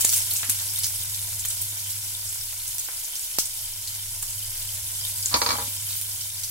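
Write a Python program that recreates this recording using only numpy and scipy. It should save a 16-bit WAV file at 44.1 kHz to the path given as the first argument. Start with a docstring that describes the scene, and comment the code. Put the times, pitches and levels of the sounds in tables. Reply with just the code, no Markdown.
"""Sliced onions sizzle in a frying pan, close to a phone in a small tiled kitchen.
At first the sizzle flares, as resonant bursts of thousands of steam bubbles, and drops spit as noise bursts.
It then settles to a simmer, over a low hum of two beating tones that nearly cancel about halfway through.
Near the end late slices swell the sizzle, and a utensil scrapes, lands, bounces and rocks to rest:
each contact sums damped modes and decaying noise."""
import sys
import numpy as np
from scipy import signal
from scipy.fft import rfft, irfft
from scipy.io import wavfile
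from scipy.ndimage import uniform_filter1d

SR = 44100
rng = np.random.default_rng(int(sys.argv[2]) if len(sys.argv) > 2 else 0)


def file_out(sig):
    """Save sig as 16-bit WAV at sys.argv[1]."""
    # one column per channel
    cols = np.atleast_2d(sig).T
    # limit, then scale
    lim = np.clip(cols, -1, 1)
    pcm = np.round(lim * 32767).astype(np.int16)
    wavfile.write(sys.argv[1], SR, pcm)


N = 286650
T = np.arange(N) / SR

# Spectra of the low rumble and of the draught: f/Hz, relative level/dB
RUMBLE_SPECTRUM = [(35, -20), (55, -12), (80, 5.5), (105, 6), (130, 0.5), (165, -16), (225, -28.5),
                   (300, -19), (370, -27), (470, -33), (600, -19)]
DRAUGHT_SPECTRUM = [(12, -9), (25, 2.5), (38, -26), (60, -9)]
# Course of the draught: t/s, relative level/dB
DRAUGHT_COURSE = [(0.0, -61), (1.47, -61), (1.74, -67), (2.75, -58.5), (3.12, -63.5), (3.7, -59.5),
                  (4.74, -55.5), (5.94, -67), (6.14, -65), (6.5, -64)]
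# Difference between the two microphones: f/Hz, side minus mid level/dB
SIDE_SPECTRUM = [(25, -30), (100, -45), (200, -16), (300, -4), (600, -6.5), (1000, 1), (1500, 1),
                 (3000, -0.5), (5200, 3.5), (7000, -0.5), (15000, -0.5)]
# Modes of the utensil: f/Hz, relative level/dB, reverberation time t60/s
UTENSIL_MODES = [(70.6, -4, 0.54), (230.5, -4, 0.31), (273, -0.5, 0.15), (473, 5.5, 0.15), (566, -3, 0.28),
                 (834, 2, 0.25), (927, -1, 0.19), (975, 5, 0.19), (1015, -1, 0.23), (1135, 7, 0.14),
                 (1370, 1, 0.17), (2306, 0.5, 0.19), (3760, -5, 0.08), (4135, -2, 0.16), (4470, -2, 0.11),
                 (4580, 1, 0.24), (5520, 2.5, 0.13), (6300, 0.5, 0.093), (6400, 3, 0.16)]
# Spectra of the utensil's clatter and of its hard clack: f/Hz, relative level/dB
CLATTER_SPECTRUM = [(180, -25), (230, -2), (320, 1.5), (385, -8), (460, -13), (680, -3.5), (850, 2),
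                    (1150, 4), (1450, -3.5), (1950, -5.5), (2250, -6), (2900, -12), (3700, -6), (4500, 2),
                    (5500, -16), (5900, -34), (7000, -13)]
CLACK_SPECTRUM = [(800, 12), (1200, 17), (1700, -8), (2400, -8), (3000, -20), (3400, 7.5), (4500, 10.5),
                  (5500, 9), (5950, -20)]
# Contacts as the utensil lands, bounces and rocks to rest with dull knocks:
# t/s, strength level/dB, treble level/dB, relative clack level/dB
UTENSIL_CONTACTS = [(5.3409, 4, 3, 3.5), (5.3571, -1.5, -2, -6), (5.417, 0, 3, -2.5), (5.4624, -1.5, 3, 2),
                    (5.489, -5, 6.5, 1), (5.5052, -4, 6, -1), (5.518, -7.5, 0, 7), (5.527, -6, -7, 8),
                    (5.534, -7.5, -2, -6), (5.554, -8, -15, -3), (5.584, -7, -19, 2),
                    (5.598, -8.5, -19, -3), (5.616, -13, -14, -2)]
# Soft bumps: t/s, relative level/dB
SOFT_BUMPS = [(0.327, -47), (0.487, -47), (2.127, -51), (5.248, -48), (5.676, -45)]
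# Duller ticks of onion and oil on the pan: t/s, relative peak level/dB, resonance f/Hz
PAN_TICKS = [(0.0467, -22, 2600), (0.132, -29, 2910), (0.4313, -18.5, 2650), (0.446, -24, 2600),
             (0.495, -25, 3000), (0.607, -32.5, 1570), (1.45, -32, 2050), (2.529, -33, 2860),
             (2.887, -29, 1700), (2.897, -37, 1720), (4.231, -32.5, 1200)]
# Blunt snaps of the biggest bursts: t/s, peak level/dB, left minus right level/dB
BURST_SNAPS = [(0.0493, -19, 1), (0.4317, -31, 0), (3.3859, -17.5, -19)]
# Loudest spitting drops: t/s, relative crack peak level/dB, resonance f/Hz,
# relative steam fizz level/dB, boil-off time constant/s, relative unpitched splash level/dB
SPITTING_DROPS = [(0.0075, -1, 9000, -18, 0.0044, 2), (0.0456, 7, 7100, -13.5, 0.0035, -2),
                  (0.073, -3, 9500, -25, 0.012, 5), (0.091, -7, 5450, -21, 0.0046, -16),
                  (0.118, 1, 9500, -22, 0.012, 6), (0.1334, -1, 6070, -17.5, 0.0054, -5),
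                  (0.160, 2.5, 10000, -20, 0.012, -2), (0.188, -11, 7300, -28, 0.004, -17),
                  (0.216, -10, 9000, -30, 0.0066, -16), (0.303, -13, 11500, -25.5, 0.01, -21),
                  (0.335, -6, 12500, -25, 0.0033, -19), (0.3631, -4, 6600, -24.5, 0.005, -22),
                  (0.4960, 9, 10100, -18, 0.0083, 7), (0.787, -8, 10400, -26, 0.0033, -5),
                  (0.833, -8, 5100, -20.5, 0.01, -8), (0.866, 1, 10500, -31, 0.007, -1),
                  (0.945, -9, 10000, -29, 0.01, -16), (1.143, -18, 5050, -33, 0.005, -20),
                  (1.215, -14, 9150, -30, 0.0087, -15), (1.394, -15, 6620, -29, 0.005, -20),
                  (1.4505, -10, 7400, -25, 0.005, 11), (1.498, -13, 6500, -28, 0.01, 3),
                  (1.613, -6, 12500, -24.5, 0.01, -11), (1.8986, -15, 7880, -30, 0.01, -1),
                  (2.6787, -3, 8890, -39, 0.004, -2), (2.782, -1, 8200, -32, 0.004, -6),
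                  (2.7925, -11, 7800, -26.5, 0.006, -10), (3.1552, -2, 5250, -32, 0.009, -17),
                  (3.1933, -5, 7980, -37, 0.006, -13), (3.3852, 11, 5600, -18.5, 0.0083, -10),
                  (3.454, -6, 8000, -30, 0.0064, -18), (3.8724, -8.5, 4400, -30, 0.007, -14),
                  (4.224, -3.5, 7400, -27, 0.0073, 3), (5.258, 5, 6700, -27.5, 0.011, -11),
                  (5.89, -22, 4040, -30, 0.02, -8), (6.0128, -1, 10500, -32, 0.004, -2),
                  (6.111, -17, 5510, -37, 0.003, -18), (6.209, -10, 5100, -33, 0.0056, -18),
                  (6.4334, -6, 5030, -27, 0.0066, -12)]
# Spectra of the dry clicks, crackle, sputter and sizzle: f/Hz, relative level/dB
PRICK_SPECTRUM = [(1800, -5), (3500, -61), (7000, -2), (11000, 13.5), (15500, -18)]
CRACKLE_SPECTRUM = [(220, -20), (300, 3.5), (390, -8.5), (490, -0.5), (550, -8.5), (650, 4), (790, -4.5),
                    (890, 2.5), (990, 3), (1100, -5), (1280, -7.5), (1480, -0.5), (1750, -1.5), (2300, 3)]
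SPUTTER_SPECTRUM = [(2200, -11), (2850, 3), (3500, 6), (4000, 0.5), (5200, 8.5), (6500, -4)]
SIZZLE_SPECTRUM = [(1200, -17.5), (1500, -13.5), (1750, -18), (2100, -11), (2550, -10.5), (2900, -8.5),
                   (4200, -7.5), (5200, -6.5), (7000, -0.5), (8300, 1), (10000, 0.5), (12000, -0.3),
                   (14200, -2), (15800, -0.5), (16400, -58)]

# The hum: two nearly equal tones, with the moment at which they cancel
HUM_HZ, HUM_DB, HUM_BEAT_HZ, HUM_NULL_S, HUM_MISMATCH = 100.6, -47.5, 0.23, 3.104, 0.02
RUMBLE_DB = -52  # at the top of a beat
# The scrape before the utensil lands
SLIDE_S, SLIDE_DB, SLIDE_GRAINS_PER_S = 0.029, -31.5, 3200
# The flare as the onions meet the oil has halved, in dB, after FLARE_S
SIMMER_DB, FLARE_DB, FLARE_S = -36, 8.5, 1
# The swell as a few late slices heat through
SWELL_AT_S, SWELL_DB, SWELL_WIDTH_S = 5.41, 3, 0.94
TOP_HZ = 16000


def undb(db):
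    """Amplitude ratio: ten to the level in decibels over twenty."""
    return 10 ** (np.asarray(db) / 20)


def unit(x):
    """Normalization to unit root-mean-square value."""
    return x / np.sqrt(np.mean(x ** 2))


def decay(t, t60):
    """Exponential decay: the amplitude falls by 60 dB in the time t60."""
    return np.exp(-np.log(1000) * t / t60)


def balance(left_minus_right_db):
    """Intensity stereo: a level difference shared equally between two channels."""
    return undb(np.array([[left_minus_right_db], [-left_minus_right_db]]) / 2)


def response(points, size):
    """Frequency response: levels interpolated along logarithmic frequency at the transform bins."""
    hz, db = np.transpose(points)
    bins_hz = np.fft.rfftfreq(size, 1 / SR) + 1
    return undb(np.interp(np.log(bins_hz), np.log(hz), db))


def colour(x, points):
    """Linear filtering: a spectrum is imposed, with steep skirts beyond its end points."""
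    size = x.shape[-1] + SR // 10
    hz = np.fft.rfftfreq(size, 1 / SR) + 1
    lowest_hz, highest_hz = points[0][0], points[-1][0]
    skirts = np.minimum(1, np.minimum(hz / lowest_hz, highest_hz / hz)) ** 4
    filtered = irfft(rfft(x, size) * response(points, size) * skirts, size)
    return filtered[..., :x.shape[-1]]


def band(x, hz, q):
    """Resonance: a second-order peak, with its frequency and bandwidth kept below SR / 3."""
    limit_hz = SR / 3
    hz = min(hz, limit_hz)
    b, a = signal.iirpeak(hz, max(q, hz / limit_hz), fs=SR)
    return signal.lfilter(b, a, x)


def walk(rate):
    """Slow random fluctuation: random steps at a given rate, smoothed twice, with rms 1."""
    size = int(SR / rate)
    steps = np.repeat(rng.standard_normal(N // size + 1), size)
    smooth = uniform_filter1d(uniform_filter1d(steps, size), size)
    return unit(smooth[:N])


def add(out, s, sound):
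    """Superposition: a sound is summed in from a given time in seconds."""
    start = max(int(s * SR), 0)
    out[:, start:start + sound.shape[1]] += sound[:, :N - start]


def ports(pair):
    """Spatial coherence: long waves reach both microphones alike, short ones differ."""
    middle = pair[0] + pair[1]
    side = irfft(rfft(pair[0] - pair[1]) * response(SIDE_SPECTRUM, N), N)
    return (middle + np.array([side, -side])) / 2


def kitchen(x, pan_db, room_db):
    """Reverberation: the direct path, quick echoes off pan and tiles, and the longer room tail."""
    t = T[:SR // 3]
    near, far = rng.standard_normal((2, 2, len(t)))
    paths = np.zeros_like(near)
    # the direct sound reaches the left microphone up to 9 samples late
    paths[0, rng.integers(0, 10)] = 1
    paths[1, 0] = 1
    for noise, db, t60 in ((near, pan_db, .04), (far, room_db, .28)):
        tail = noise * decay(t, t60)
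        paths += undb(db) * unit(tail) / np.sqrt(len(t))
    paths = paths / np.sqrt(np.sum(paths ** 2) / 2)
    return signal.fftconvolve(x[None], paths, axes=1)[:, :len(x)]


def stove(waver_rad=0.18, flutter_db=0.1, draught_db=7):
    """Beats: two close tones interfere; hum and rumble fade together, over a slow draught."""
    phase = 2 * np.pi * HUM_HZ * T + waver_rad * walk(14)
    slip = 2 * np.pi * HUM_BEAT_HZ * (T - HUM_NULL_S)
    beat = 1 - (1 - HUM_MISMATCH) * np.exp(-1j * slip)
    hum = np.imag(beat * np.exp(1j * phase)) * undb(HUM_DB + flutter_db * walk(8))
    rumble = unit(colour(ports(rng.standard_normal((2, N))), RUMBLE_SPECTRUM))
    rumble = rumble * np.sqrt(np.abs(beat) / 2) * undb(RUMBLE_DB)
    draught = unit(colour(ports(rng.standard_normal((2, N))), DRAUGHT_SPECTRUM))
    gust_s, gust_db = np.transpose(DRAUGHT_COURSE)
    return hum + rumble + draught * undb(np.interp(T, gust_s, gust_db) + draught_db)


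def slide():
    """Friction: sparse random grains swell in a short gritty scrape until the utensil lands."""
    lands_s = UTENSIL_CONTACTS[0][0]
    grit = rng.standard_normal((2, N)) * (rng.random(N) < SLIDE_GRAINS_PER_S / SR)
    swell = np.sqrt(np.clip(1 + (T - lands_s) / SLIDE_S, 0, 1)) * (T < lands_s)
    return unit(colour(grit, CLATTER_SPECTRUM)) * swell * undb(SLIDE_DB)


def ringing(t, spot_db=2, detune=.006):
    """Modal superposition: damped modes vary in level and frequency with the spot struck."""
    phases = rng.uniform(0, 2 * np.pi, (len(UTENSIL_MODES), 2, 1))
    spots = rng.uniform(-1, 1, (len(UTENSIL_MODES), 2))
    ring = 0
    for (hz, mode_db, t60), phase, (weight, shift) in zip(UTENSIL_MODES, phases, spots):
        mode = np.sin(2 * np.pi * hz * (1 + detune * shift) * t + phase) * decay(t, t60)
        ring = ring + undb(mode_db + spot_db * weight) * mode
    return ring


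def utensil(ring_db=-35, clatter_db=-20.5, clack_db=-22.0, clack_t60=0.016, treble_hz=2200, pan_db=-1.5):
    """Impact: each contact excites a hard clack, clatter and a ring; the last ones lack treble."""
    out, t = np.zeros((2, N)), T[:SR // 2]
    echo = undb(-12) * decay(t, .22)
    clatter_fade = np.hypot(decay(t, .08), echo)
    lowpass = signal.butter(1, treble_hz, fs=SR, output="sos")
    for s, db, treble_db, hard_db in UTENSIL_CONTACTS:
        ring = ringing(t)
        clatter = unit(colour(rng.standard_normal((2, len(t))), CLATTER_SPECTRUM)) * clatter_fade
        clack = unit(colour(rng.standard_normal((2, len(t))), CLACK_SPECTRUM)) * decay(t, clack_t60)
        blow = undb(ring_db) * ring + undb(clatter_db) * clatter + undb(clack_db + hard_db) * clack
        low = signal.sosfilt(lowpass, blow)
        add(out, s, undb(db) * (low + undb(treble_db) * (blow - low)))
    return ports(out + slide()) * balance(pan_db)


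def taps(tick_db=3, tick_q=0.88, tick_body_hz=900, bump_s=0.0047):
    """Damped response: impulses excite broad resonances as ticks; low noise swells as soft bumps."""
    out, t = np.zeros((2, N)), T[:SR // 4]
    for s, db, hz in PAN_TICKS:
        tick = kitchen(signal.unit_impulse(len(t)), pan_db=2, room_db=1)
        tick = band(band(tick, hz, tick_q), tick_body_hz, 0.45)
        add(out, s, tick / np.abs(tick).max() * undb(db + tick_db))
    for s, db in SOFT_BUMPS:
        thud = unit(colour(rng.standard_normal((2, len(t))), [(170, -7.0), (240, 2), (380, -12)]))
        envelope = t / bump_s * np.exp(1 - t / bump_s)
        add(out, s, thud * envelope * undb(db))
    return ports(out)


def snaps(width_s=0.000073):
    """Monopole radiation: the biggest bursts push out one blunt pulse of air."""
    out, t = np.zeros((2, N)), T[:SR // 50]
    pulse = band(t / width_s * np.exp(-t / width_s), 380, 0.39)
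    for s, db, pan_db in BURST_SNAPS:
        add(out, s, pulse / pulse.max() * undb(db) * balance(pan_db))
    return out


def splash(x, hz, pitch_q, broad_db):
    """Resonance with direct radiation: a pitched part and an unpitched part share one spectrum."""
    return colour(band(x, hz, pitch_q) + undb(broad_db) * x, SIZZLE_SPECTRUM)


def spits(crack_db=-10.5, fizz_db=-2, pitch_q=3.1, crack_splash_db=3, grains_per_s=2800,
          burst_s=0.00092, crack_s=0.00039):
    """Explosive boiling: a water drop cracks open and boils off in a grainy fizz that swells and dies."""
    out, t = np.zeros((2, N)), T[:SR // 4]
    for s, peak_db, hz, steam_db, boil_s, splash_db in SPITTING_DROPS:
        crack = kitchen(rng.standard_normal(len(t)) * np.exp(-t / crack_s), pan_db=-7, room_db=-5)
        crack = splash(crack, hz, pitch_q, splash_db + crack_splash_db)
        add(out, s + burst_s, crack / np.abs(crack).max() * undb(peak_db + crack_db))
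        age = t / max(boil_s, 1 / SR)
        grains = rng.standard_normal(len(t)) * (rng.random(len(t)) < grains_per_s / SR)
        fizz = kitchen(grains * np.sqrt(age) * np.exp(-age), pan_db=-4, room_db=-2)
        fizz = splash(fizz, hz, pitch_q, splash_db)
        # the fizz is scaled by its strength over the first 20 ms
        add(out, s, fizz / fizz[:, :SR // 50].std() * undb(steam_db + fizz_db))
    return out


def pinpricks(per_s=200, spread_db=1.5, prick_db=9.5):
    """Direct sound: bubbles on the open oil face the microphones and snap as single dry clicks."""
    out = np.zeros((2, N))
    for when, loud, place, sign in rng.random((int(per_s * N / SR), 4)):
        start = int(when * (N - 20))
        size = undb(-spread_db * np.log(max(loud, .02))) * np.sign(sign - .5)
        out[0, start + int(12 * place)] = size  # the left hears it up to 11 samples late
        out[1, start] = size
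    return colour(out, PRICK_SPECTRUM) * undb(prick_db)


def bubbles(pitches_hz, width_hz, per_s, spread_db, flurry_db):
    """Random point process: bubbles of each size burst in flurries at their own spot of the pan."""
    out = 0
    for hz in pitches_hz:
        bursts = rng.random(N) < per_s / len(pitches_hz) / SR
        # a positive spread makes a few bursts loud, a negative one makes a few faint
        size = undb(spread_db * np.minimum(rng.exponential(size=N), 6)) * rng.choice([-1, 1], N)
        flurry = undb(flurry_db * walk(140))
        popping = band(bursts * size * flurry, hz, hz / width_hz)
        out = out + kitchen(popping, pan_db=-4, room_db=-2)
    return ports(out)


def heat(t):
    """Boiling rate, as a level in decibels: a fading flare, a simmer and a late swell."""
    flare_db = FLARE_DB / (1 + t / FLARE_S)
    swell_db = SWELL_DB * np.exp(-((t - SWELL_AT_S) / SWELL_WIDTH_S) ** 2)
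    return SIMMER_DB + flare_db + swell_db


def frying(sizzle_db=2.0, sputter_db=-9.0, crackle_db=-20.0, surge_db=0.5, surges_per_s=25):
    """Bubble resonance by size: fine surging sizzle, coarser sputter, dull crackle under the onions."""
    small_hz = np.linspace(1500, 16000, 14)
    middle_hz = np.linspace(2500, 6000, 7)
    large_hz = np.linspace(400, 1900, 6)
    sizzle = bubbles(small_hz, width_hz=1640, per_s=8000, spread_db=-0.5, flurry_db=3.0)
    sputter = bubbles(middle_hz, width_hz=310, per_s=700, spread_db=3.0, flurry_db=3.0)
    crackle = bubbles(large_hz, width_hz=1250, per_s=5000, spread_db=4.0, flurry_db=0.85)
    surge = undb(sizzle_db + surge_db * walk(surges_per_s))
    sizzle = unit(colour(sizzle, SIZZLE_SPECTRUM)) * surge
    sputter = unit(colour(sputter, SPUTTER_SPECTRUM)) * undb(sputter_db)
    crackle = unit(colour(crackle, CRACKLE_SPECTRUM)) * undb(crackle_db)
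    return (sizzle + sputter + crackle + pinpricks()) * undb(heat(T))


def scene(pan_db=-0.5):
    """Superposition of all sources, with the pan a little to the right."""
    background = stove() + utensil()
    pan = (taps() + spits() + frying()) * balance(pan_db)
    return background + snaps() + pan


def record(dry):
    """Saturation and band limiting: the phone rounds the loudest peaks and cuts the top."""
    rounded = np.tanh(dry)
    lowpass = signal.ellip(10, .2, 80, TOP_HZ, fs=SR, output="sos")
    return signal.sosfilt(lowpass, rounded)


dry = scene()
out = record(dry)
file_out(out)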